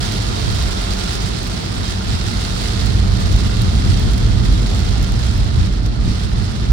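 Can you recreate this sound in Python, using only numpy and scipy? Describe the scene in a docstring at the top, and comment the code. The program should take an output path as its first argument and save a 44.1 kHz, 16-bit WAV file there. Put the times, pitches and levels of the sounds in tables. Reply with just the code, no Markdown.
"""Inside a car driving through a downpour, heard by two microphones in the cabin. Thousands of drops a second
patter on the windscreen in flurries and ring the roof's steel, and fat ones tick on the glass. The engine hums
in wavering sines; filtered noise makes the tyres' rumble and wash, which swell from about 3 s. Wiper and water
thuds, slaps of water and dull knocks join in while the rain slowly eases."""
import sys
import numpy as np
from scipy import signal
from scipy.fft import rfft, irfft, next_fast_len
from scipy.io import wavfile
from scipy.ndimage import uniform_filter1d

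SR = 44100
rng = np.random.default_rng(int(sys.argv[2]) if len(sys.argv) > 2 else 0)


def master(y):
    """Save y as 16-bit WAV."""
    cut = np.clip(np.atleast_2d(y).T, -1, 1)
    pcm = np.round(cut * 32767)  # scale
    wavfile.write(sys.argv[1], SR, pcm.astype(np.int16))


N = 296352
TIME = np.arange(N) / SR   # seconds
PADDED = next_fast_len(N + SR // 4)   # room for filter tails
FREQS = np.maximum(np.arange(PADDED // 2 + 1) * SR / PADDED, 1)   # Hz


def from_db(db):
    """Decibels to gain."""
    return 10 ** (np.asarray(db) / 20)


def in_time(rows):
    """Each column of a curve at every sample."""
    s, *columns = np.transpose(rows)
    return [np.interp(TIME, s, column) for column in columns]


def in_frequency(rows):
    """Each column of a spectrum at every frequency, interpolated along log frequency."""
    hz, *columns = np.transpose(rows)
    return np.array([np.interp(np.log(FREQS), np.log(hz), column) for column in columns])


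def shaped(x, gain):
    """Filter by a gain per frequency."""
    return irfft(rfft(x, PADDED) * gain, PADDED)[..., :N]


def below(hz, order=8):
    """Low side of a power-preserving crossover."""
    return 1 / np.sqrt(1 + (FREQS / hz) ** (2 * order))


def above(hz, order=8):
    """High side of the same crossover."""
    return np.sqrt(1 - below(hz, order=order) ** 2)


def steadied(x, span_s):
    """Even out the slow level of a stereo sound to rms 1 in the mean of its channels."""
    size = max(int(span_s * SR), 2)
    power = x.mean(axis=0) ** 2
    power = uniform_filter1d(uniform_filter1d(power, size), size)
    return x / np.sqrt(np.abs(power) + 1e-20)


def pair(mid, side, likeness):
    """Left and right from two unrelated sounds; likeness -1 is opposite phase."""
    c = np.clip(likeness, -1, 1)
    return np.sqrt(1 + c) * mid + np.sqrt(1 - c) * side * np.array([[1], [-1]])


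def to_right(db):
    """Channel gains that favour the right by db."""
    return from_db([[-db / 2], [db / 2]])


def drift(per_s):
    """Smooth random wandering with spread 1, low-passed at per_s Hz."""
    slow = shaped(rng.standard_normal(PADDED), below(per_s, order=2))
    return slow / np.std(slow)


def bell(s, half_s):
    """A smooth rise and fall of height 1, down to 1/e half_s away from s."""
    return np.exp(-((TIME - s) / half_s) ** 2)


def swells(rows):
    """Sum of bell-shaped level changes in dB."""
    return sum(db * bell(s, half_s) for s, half_s, db in rows)


def swing(db):
    """A level curve relative to its mean."""
    return db - db.mean()


def clicks(rows):
    """One single-sample click for each row of time and level."""
    s, db = np.transpose(rows)
    return np.bincount((s * SR).astype(int), from_db(db), N)


def drops(per_s, spread_db, largest):
    """Impacts at random moments: many small, few large."""
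    count = int(per_s * N / SR)
    when, size, sign = rng.random((count, 3)).T
    size_db = spread_db * np.minimum(-np.log(1 - size), largest)
    strength = from_db(size_db) * np.sign(sign - .5)
    return np.bincount((when * N).astype(int), strength, N)


def splat(decay_s, cabin_db, cabin_t60_s, size=2048):
    """One spot's response at each microphone: a brief burst of bending waves over cabin reflections."""
    t = TIME[:size]
    envelope = np.exp(-t / decay_s) + from_db(cabin_db - 60 * t / cabin_t60_s)
    burst = rng.standard_normal((2, size)) * envelope
    return burst / np.sqrt(np.sum(burst ** 2, axis=1, keepdims=True))


# Resonances that come and go, on the roof and in the pane: spread in dB, cutoff of the wander in Hz.
RING_WANDER_DB, RING_WANDER_PER_S = .9, 1.5


# The road shaking the car. Each row: time in seconds, then the levels of cabin boom, tyre drone and
# body noise in dB, before each band's trim.
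ROAD = [(0, -21, -22, -27.5), (0.55, -23, -22.5, -31), (0.9, -22.5, -29.5, -30), (1.6, -28, -26, -29),
        (2.15, -24.5, -22.5, -29.5), (2.55, -22.5, -24.5, -28.5), (3.0, -16, -18, -27),
        (3.55, -20, -18.5, -25.5), (3.9, -17, -17, -25.5), (4.4, -18.5, -18, -24.5), (4.8, -17, -20.5, -27),
        (5.5, -17.8, -19, -28), (5.8, -18, -22.5, -28), (6.72, -22.5, -20.5, -27.5)]
# Bumps in the road that swell the rumble. Each row: time of the height in seconds, half-length in seconds,
# lift of the boom in dB, lift of the drone in dB.
BUMPS = [(.48, .07, 3, 3), (.65, 0.055, 8, 2), (.92, 0.036, 6, 1), (1.25, .03, 2, 7.5), (1.78, 0.044, 4, 0),
         (2.2, .04, 1, 2), (2.92, 0.072, 2, 2.5), (3.12, .05, 1.5, 1), (3.33, 0.029, 11.5, -0.5),
         (3.62, .03, 1, 5.5), (3.74, .03, 4, 2), (3.88, 0.039, -7, 3), (4.14, 0.036, 5, -1),
         (4.24, .04, 5, 0), (4.37, .04, 2, 4), (4.51, 0.039, 7, 0), (4.74, .03, 3.5, 1.5),
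         (4.83, .04, -2, 5.5), (4.98, .035, 5.5, -0.5), (5.12, 0.037, 0.5, 1), (5.23, .03, 3, 0),
         (5.39, .055, 8, -0.5), (5.61, .04, 5, 6), (6.1, .05, 2, 1), (6.38, .06, 4, 2.5),
         (6.71, 0.046, 12.5, 0.5)]
# The rumble drops briefly. Each row: time of the deepest point in seconds, half-length in seconds,
# change of the boom in dB, change of the drone in dB.
RUMBLE_DIPS = [(.1, 0.091, -9.5, -0.5), (.37, 0.029, -10, -0.5), (1.61, 0.056, -9, 1.5),
               (2.6, .03, -9, -0.5), (3.52, .03, 1, -3), (4.68, 0.037, -1, -7.5), (5.74, .035, 2, -7),
               (5.95, .025, -7, -1), (6.2, 0.037, -2, -5), (6.52, 0.035, -6, -5)]


def road_levels():
    """Levels of boom, drone and body noise in dB, with the bumps and dips."""
    boom_db, drone_db, body_db = in_time(ROAD)
    for s, half_s, boom_lift_db, drone_lift_db in list(BUMPS) + list(RUMBLE_DIPS):
        shape = bell(s, half_s)
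        boom_db = boom_db + boom_lift_db * shape
        drone_db = drone_db + drone_lift_db * shape
    return boom_db, drone_db, body_db


# Colour of the road noise in the cabin. Each row: frequency in Hz, relative density in dB per Hz.
CABIN = [(18, -29), (28, -12), (36, -8), (47, 4), (54, -2), (61, 1), (72, -12.5), (90, -3), (101, -6),
         (112, -4), (140, -17), (165, -21.5), (187, -14), (199, -19.5), (212, -17), (260, -26),
         (400, -27.5), (520, -30.5), (800, -35)]
# Road noise at the two microphones. Each row: frequency in Hz, likeness from -1 to 1.
CABIN_LIKENESS = [(50, 1), (80, 0.68), (130, 0.37), (200, 0.79), (300, 0.15), (450, 0.041), (530, -0.76),
                  (700, 0.28)]
# Water thrown up by the tyres. Each row: time in seconds, level in dB before a small trim.
WASH = [(0, -35), (1.05, -36.0), (2.05, -38), (2.9, -35.5), (4.8, -35.5), (5.2, -37.5), (6.72, -39)]
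# Uneven asphalt makes the rumble throb: spread in dB, cutoff in Hz.
THROB_DB, THROB_PER_S = 0.76, 6.9


def road():
    """Rough asphalt shakes the body, the cabin's air modes pick out the boom, and water washes the arches."""
    boom_db, drone_db, body_db = road_levels()
    wash_db, = in_time(WASH)
    mid, side = rfft(rng.standard_normal((2, PADDED)))
    colour = from_db(in_frequency(CABIN)) * above(14, order=3) * below(790, order=6)
    noise = pair(mid, side, in_frequency(CABIN_LIKENESS)) * colour
    bands = below(72), above(72) * below(150), above(150) * below(300), above(300)
    boom, drone, body, wash = (irfft(noise * band, PADDED)[:, :N] for band in bands)
    rumble = from_db(boom_db - 2.0) * steadied(boom, 0.078) * to_right(1.8)
    rumble += from_db(drone_db - 1.7) * steadied(drone, 0.11) * to_right(2.3)
    rumble += from_db(body_db - 1.67) * steadied(body, 0.17) * to_right(3.3)
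    throb = from_db(THROB_DB * drift(THROB_PER_S))
    return throb * rumble + from_db(wash_db - 0.23) * steadied(wash, 0.27) * to_right(1.4)


# Engine hum. Each row: multiple of the firing rate, level in dB.
ENGINE = [(1, -29), (2, -35.5), (4, -38)]
ENGINE_HZ, ENGINE_WANDER = 46.93, 0.01517   # firing rate, and the share by which it wavers
ENGINE_WAVER_DB, ENGINE_FOLLOWS = 1.85, 0.75   # chance swing of each tone; dB per dB of cabin boom


def engine():
    """A low wavering hum of firing-rate multiples that swells with the cabin's boom."""
    boom_db = road_levels()[0]
    rate_hz = ENGINE_HZ * (1 + ENGINE_WANDER * drift(3.05))
    phase = 2 * np.pi * np.cumsum(rate_hz) / SR
    hum = 0
    for multiple, db in ENGINE:
        hum = hum + from_db(db + ENGINE_WAVER_DB * drift(2.2)) * np.sin(round(multiple) * phase)
    follow = from_db(ENGINE_FOLLOWS * swing(boom_db))
    return np.sqrt(2) * hum * follow * to_right(2.3)


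def rain_on_glass(per_s, spread_db, largest, decay_s, cabin_db, cabin_t60_s, count=10):
    """Drops shared among spots on the pane, each with its own response and side; together they sound white."""
    leans = np.linspace(-1, 1, count)
    spots = rfft([splat(decay_s, cabin_db, cabin_t60_s) * to_right(3 * lean) for lean in leans])
    spots = irfft(spots / np.sqrt(np.mean(np.abs(spots) ** 2, axis=0)))
    out = np.zeros((2, N))
    for response in spots:
        # Whitening spreads sound ahead of the impact; the shift brings it round from the end.
        response = np.roll(response, response.shape[1] // 16, axis=1)
        impacts = drops(per_s / count, spread_db, largest)
        out += signal.oaconvolve(impacts[None], response, axes=1)[:, :N]
    return out


# Resonances of the windscreen. Each row: frequency in Hz, width in Hz, mean lift in dB.
PANE = [(1770, 50, 2), (2040, 60, 1.5), (2740, 60, 1.8), (3260, 160, 2), (3740, 130, 1.3), (4380, 180, 1)]


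def pane(patter):
    """The windscreen's resonances colour the patter, each slowly waxing and waning."""
    out = patter
    for hz, width_hz, db in PANE:
        lift = from_db(db + RING_WANDER_DB * drift(RING_WANDER_PER_S)) - 1
        resonance = 1 / (1 + 2j * (FREQS - hz) / width_hz)
        out = out + lift * shaped(patter, resonance)
    return out


# How hard the rain falls on the glass. Each row: time in seconds, level in dB before PATTER_DB.
RAIN = [(0, -29.5), (0.33, -32.2), (0.49, -30), (0.8, -31.5), (1.16, -29.5), (1.185, -31.5), (1.7, -34),
        (2.0, -34), (2.78, -30.5), (3.0, -34.0), (3.45, -32.5), (4.35, -34.5), (4.8, -33.5), (5.3, -35.0),
        (5.99, -41), (6.08, -35.5), (6.72, -37.0)]
# Flurries blown against the windscreen. Each row: time of the height in seconds, half-length in seconds,
# lift in dB.
FLURRIES = [(1.89, 0.048, 3.5), (2.13, 0.055, 2.8), (2.28, 0.034, 3.5), (2.44, 0.034, 1.8),
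            (2.65, .025, 1.5), (3.22, 0.014, 3), (3.95, 0.092, 2), (4.54, 0.02, 1.5), (5.25, 0.054, 1),
            (5.65, 0.11, 2), (5.86, 0.015, 3.5), (6.17, .06, 1)]
# Brief lulls in the patter. Each row: time of the deepest point in seconds, half-length in seconds,
# dip in dB.
LULLS = [(1.2, 0.022, -2.6), (2.0, .025, -2), (2.52, 0.041, -1), (5.12, 0.063, -1.5), (6.3, 0.034, -3.5)]
# Colour of drops on the windscreen. Each row: frequency in Hz, relative left and right levels in dB.
GLASS = [(500, -20, -18), (1200, -11.5, -6.5), (1900, -7.8, -4.8), (2450, -9, -6.4), (2850, -9, -5.2),
         (3400, -8.8, -2.7), (3750, -9.8, -0.9), (4500, -11.2, -0.6), (5200, -14.6, -2.6),
         (5900, -16.6, -6.9), (7500, -17.6, -11.9), (9000, -18.2, -17.2), (10000, -18.8, -20),
         (12000, -27.5, -27.5), (15500, -29.5, -29.5)]
# The patter at the two microphones. Each row: frequency in Hz, likeness from -1 to 1.
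GLASS_LIKENESS = [(8000, 0), (9600, .3), (11500, -.55), (13000, -.55), (15500, .1)]
PATTER_DB = 0.98   # added to the rain curve
FLUTTER_DB, FLUTTER_PER_S = 0.6, 16   # chance unevenness of the rain: spread in dB, cutoff in Hz
LOW_FOLLOWS, SPRAY_FOLLOWS = 0.74, 1.38   # low tones and fine spray: dB per dB of patter
SPRAY_FLICKER_DB, SPRAY_FLICKER_PER_S = 1, 37   # spray arrives in small clumps: spread in dB, cutoff in Hz


def windscreen():
    """Dense patter; harder rain is brighter, so fine spray swings most and the pane's low tones least."""
    rain_db, = in_time(RAIN)
    flutter_db = FLUTTER_DB * drift(FLUTTER_PER_S)
    patter_db = rain_db + PATTER_DB + swells(FLURRIES) + swells(LULLS) + flutter_db
    patter = rain_on_glass(per_s=4200, spread_db=2.0, largest=6.6,
                           decay_s=0.00084, cabin_db=-10, cabin_t60_s=0.056)
    left, right = rfft(patter, PADDED)
    colour = from_db(in_frequency(GLASS)) * above(470, order=2)
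    stereo = pair(left + right, left - right, in_frequency(GLASS_LIKENESS)) * colour
    glass = steadied(pane(irfft(stereo, PADDED)[:, :N]), 0.18)
    low = shaped(glass, below(2900, order=4) ** 2)
    spray = shaped(glass, above(6800, order=4) ** 2)
    middle = glass - low - spray
    low_db = (LOW_FOLLOWS - 1) * swing(patter_db)
    spray_db = (SPRAY_FOLLOWS - 1) * swing(patter_db) + SPRAY_FLICKER_DB * drift(SPRAY_FLICKER_PER_S)
    return from_db(patter_db) * (from_db(low_db) * low + middle + from_db(spray_db) * spray)


# Roof panel modes. Each row: frequency in Hz, width in Hz, mean level in dB, left-right likeness from -1 to 1.
ROOF = [(702, 59, -0.5, -0.75), (838, 51, 0.2, -0.84), (941, 36, -0.5, -0.72), (1045, 65, -5.5, 0.026),
        (1217, 52, -1.5, -0.31), (1393, 92, -4, 0.38), (1496, 80, -4.5, -0.87), (1593, 58, -9, -0.88)]


def panel(impacts):
    """The roof's damped steel rings; most modes reach the two microphones largely in opposite phase."""
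    out = np.zeros((2, N))
    for hz, width_hz, db, likeness in ROOF:
        r = np.exp(-np.pi * width_hz / SR)
        # Where a drop lands sets how hard it drives each mode.
        blows = impacts * rng.standard_normal((2, N))
        poles = [1, -2 * r * np.cos(2 * np.pi * hz / SR), r * r]
        mid, side = signal.lfilter([1 - r, 0, r - 1], poles, blows + 1e-18)
        level = from_db(db + RING_WANDER_DB * drift(RING_WANDER_PER_S))
        out += level * pair(mid, side, likeness)
    return shaped(out, above(420, order=3) * below(1820, order=3))   # the headlining swallows the treble


# Drumming on the roof. Each row: time in seconds, level in dB before a trim.
ROOF_RAIN = [(0, -37), (1.15, -36.0), (1.35, -40), (1.7, -39.0), (2.2, -37.5), (3.5, -38), (4.0, -39),
             (4.95, -39), (6.0, -43), (6.15, -41), (6.72, -41.5)]
# Water splashing on the roof. Each row: time of the height in seconds, half-length in seconds, level in dB,
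# top of its sound in Hz.
SPLASHES = [(0.34, .04, -38, 1000), (3.44, .025, -37, 1500), (3.64, .018, -36, 1000),
            (4.08, .015, -38, 1000), (4.34, .015, -37, 1000), (6.19, .04, -42, 1600), (6.4, .05, -39, 1500)]


def roof():
    """A dense drumming, and soft noise-driven splashes in which many drops land together."""
    roof_db, = in_time(ROOF_RAIN)
    drumming = panel(drops(per_s=2200, spread_db=3.0, largest=3.5))
    out = from_db(roof_db - 2.5) * steadied(drumming, 0.37)
    sheet = panel(rng.standard_normal(N))
    for s, half_s, db, top_hz in SPLASHES:
        splash = shaped(sheet, below(top_hz, order=4))
        out = out + from_db(db) * bell(s, half_s) * splash / np.std(splash)
    return out * to_right(1.3)


# Fat drops on the glass. Each row: start in seconds, relative strength in dB, change of the top treble in dB.
FAT_DROPS = [(0.1221, -23, 0), (0.2194, -29, -4), (0.2853, -26, -12), (0.5107, -25, -6), (0.547, -24, -4),
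             (0.628, -31, 6), (0.7098, -26, -9), (0.817, -25, -2), (0.9353, -26, -5), (1.1533, -21, -5),
             (1.4311, -25, 0), (1.446, -30, -2), (1.474, -26, -1), (2.4134, -25, -9), (2.6753, -22.5, -5),
             (2.7841, -26, -14), (2.861, -23, -3), (3.2071, -31, 2), (3.3273, -25, -4), (3.364, -24.5, -3),
             (3.4366, -27, -12), (3.471, -27, -10), (3.6187, -23, 3), (3.9963, -26, -3), (4.135, -26, -3),
             (4.1799, -24.5, -4), (4.5241, -26, -6), (4.6199, -26, -9), (4.7481, -25, -11),
             (4.792, -28, -1), (5.028, -26, 2), (5.1213, -25, -3), (5.1956, -31, -11), (5.3782, -30, 4),
             (5.6605, -27, -8), (5.8331, -33, -12), (5.862, -28, -5)]
# Colour of a fat drop's tick. Each row: frequency in Hz, left and right gains in dB.
TICK = [(700, -13, -11), (2500, -9, -6), (4500, -8.5, -1.5), (7000, -7.5, -3.5), (9500, -7.5, -7.5),
        (12000, -10, -10.5), (16000, -12, -12.5)]


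def fat_drops():
    """Single large drops smack the glass as short noise bursts, each with its own share of top treble."""
    out = np.zeros((2, N))
    for s, db, treble_db in FAT_DROPS:
        tick = splat(decay_s=.001, cabin_db=-17, cabin_t60_s=.05)
        size, start = tick.shape[1], int(s * SR)
        hz = np.arange(size // 2 + 1) * SR / size
        lift_db = np.interp(hz, [8000, 12000], [0, treble_db])
        tick = irfft(rfft(tick) * from_db(lift_db))
        # 25 dB makes up for the burst's energy of 1 being spread over time.
        out[:, start:start + size] += from_db(db + 25) * tick[:, :N - start]
    return shaped(out, from_db(in_frequency(TICK)))


# Soft thuds at the foot of the glass: the wiper blades flip over at 3.34 and 4.72 s, and a gout of water thumps
# at 4.93 s. Each row: time of the height in seconds, half-length in seconds, level in dB.
THUDS = [(3.34, .02, -40), (4.722, .04, -38), (4.93, .025, -36)]
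THUD_LOW_HZ, THUD_HIGH_HZ = 290, 477   # soft rubber gives a dull sound


def wipers():
    """The rubber blades turn over, and a gout of water thumps, with a soft, wet thud: a swell of narrow-band
    noise."""
    noise = pair(*rng.standard_normal((2, N)), likeness=.3)
    dull = shaped(noise, above(THUD_LOW_HZ, order=4) * below(THUD_HIGH_HZ, order=6))
    thuds = sum(from_db(db) * bell(s, half_s) for s, half_s, db in THUDS)
    return thuds * dull / np.std(dull)


# Gouts of water slap on the car's metal. Each row: start in seconds, strength in dB, pitch in Hz.
SLAPS = [(3.635, -30, 720), (4.714, -25.5, 740), (4.731, -26.5, 700), (4.912, -28, 690),
         (4.959, -21.8, 780)]
# A slap's ring. Each row: multiple of its pitch, level in dB, time to fall 60 dB in seconds.
SLAP_MODES = [(1, 0, .04), (1.56, -9, .05), (1.73, -12, .024)]
SLAP_RIGHT_DB, SLAP_ATTACK_S = 5, .002


def slaps():
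    """Gouts of water land with a short, soft knock of damped metal modes."""
    t, out = TIME[:SR // 10], np.zeros(N)
    attack = 1 - np.exp(-t / SLAP_ATTACK_S)
    for s, db, pitch_hz in SLAPS:
        ring = sum(from_db(mode_db - 60 * t / t60) * np.sin(2 * np.pi * multiple * pitch_hz * t)
                   for multiple, mode_db, t60 in SLAP_MODES)
        out[int(s * SR):][:len(t)] += from_db(db) * ring * attack
    return out * to_right(SLAP_RIGHT_DB)


# Dull knocks in the body. Each row: start in seconds, strength in dB.
KNOCKS = [(3.863, -16.5), (4.255, -19), (4.272, -15.5), (6.078, -12.5), (6.115, -16)]
# Body modes. Each row: frequency in Hz, level in dB, time to fall 60 dB in seconds.
BODY = [(113, -1, 0.2), (144, 2, .05), (204, -4.5, 0.12), (259, -5, 0.069), (306, -15, 0.11)]
KNOCK_TOP_HZ = 330   # the jolts come through rubber mounts


def knocks():
    """Jolts ring the body's low, well-damped modes."""
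    t = TIME[:SR // 4]
    ring = sum(from_db(db - 60 * t / t60) * np.sin(2 * np.pi * hz * t) for hz, db, t60 in BODY)
    rung = signal.oaconvolve(clicks(KNOCKS), ring)[:N]
    return shaped(rung, below(KNOCK_TOP_HZ, order=4)) * to_right(2.5)


def scene():
    """Road and engine below, rain above and ahead."""
    car = road() + engine() + knocks()
    rain = windscreen() + roof() + fat_drops() + slaps()
    return car + rain + wipers()


CUTOFF_HZ = 15900


def record(dry):
    """The microphones' signal: the highest peaks are rounded and the top is cut steeply."""
    rounded = dry / (1 + (dry / .95) ** 8) ** (1 / 8)
    return shaped(rounded, below(CUTOFF_HZ, order=60))


dry = scene()
out = record(dry)
master(out)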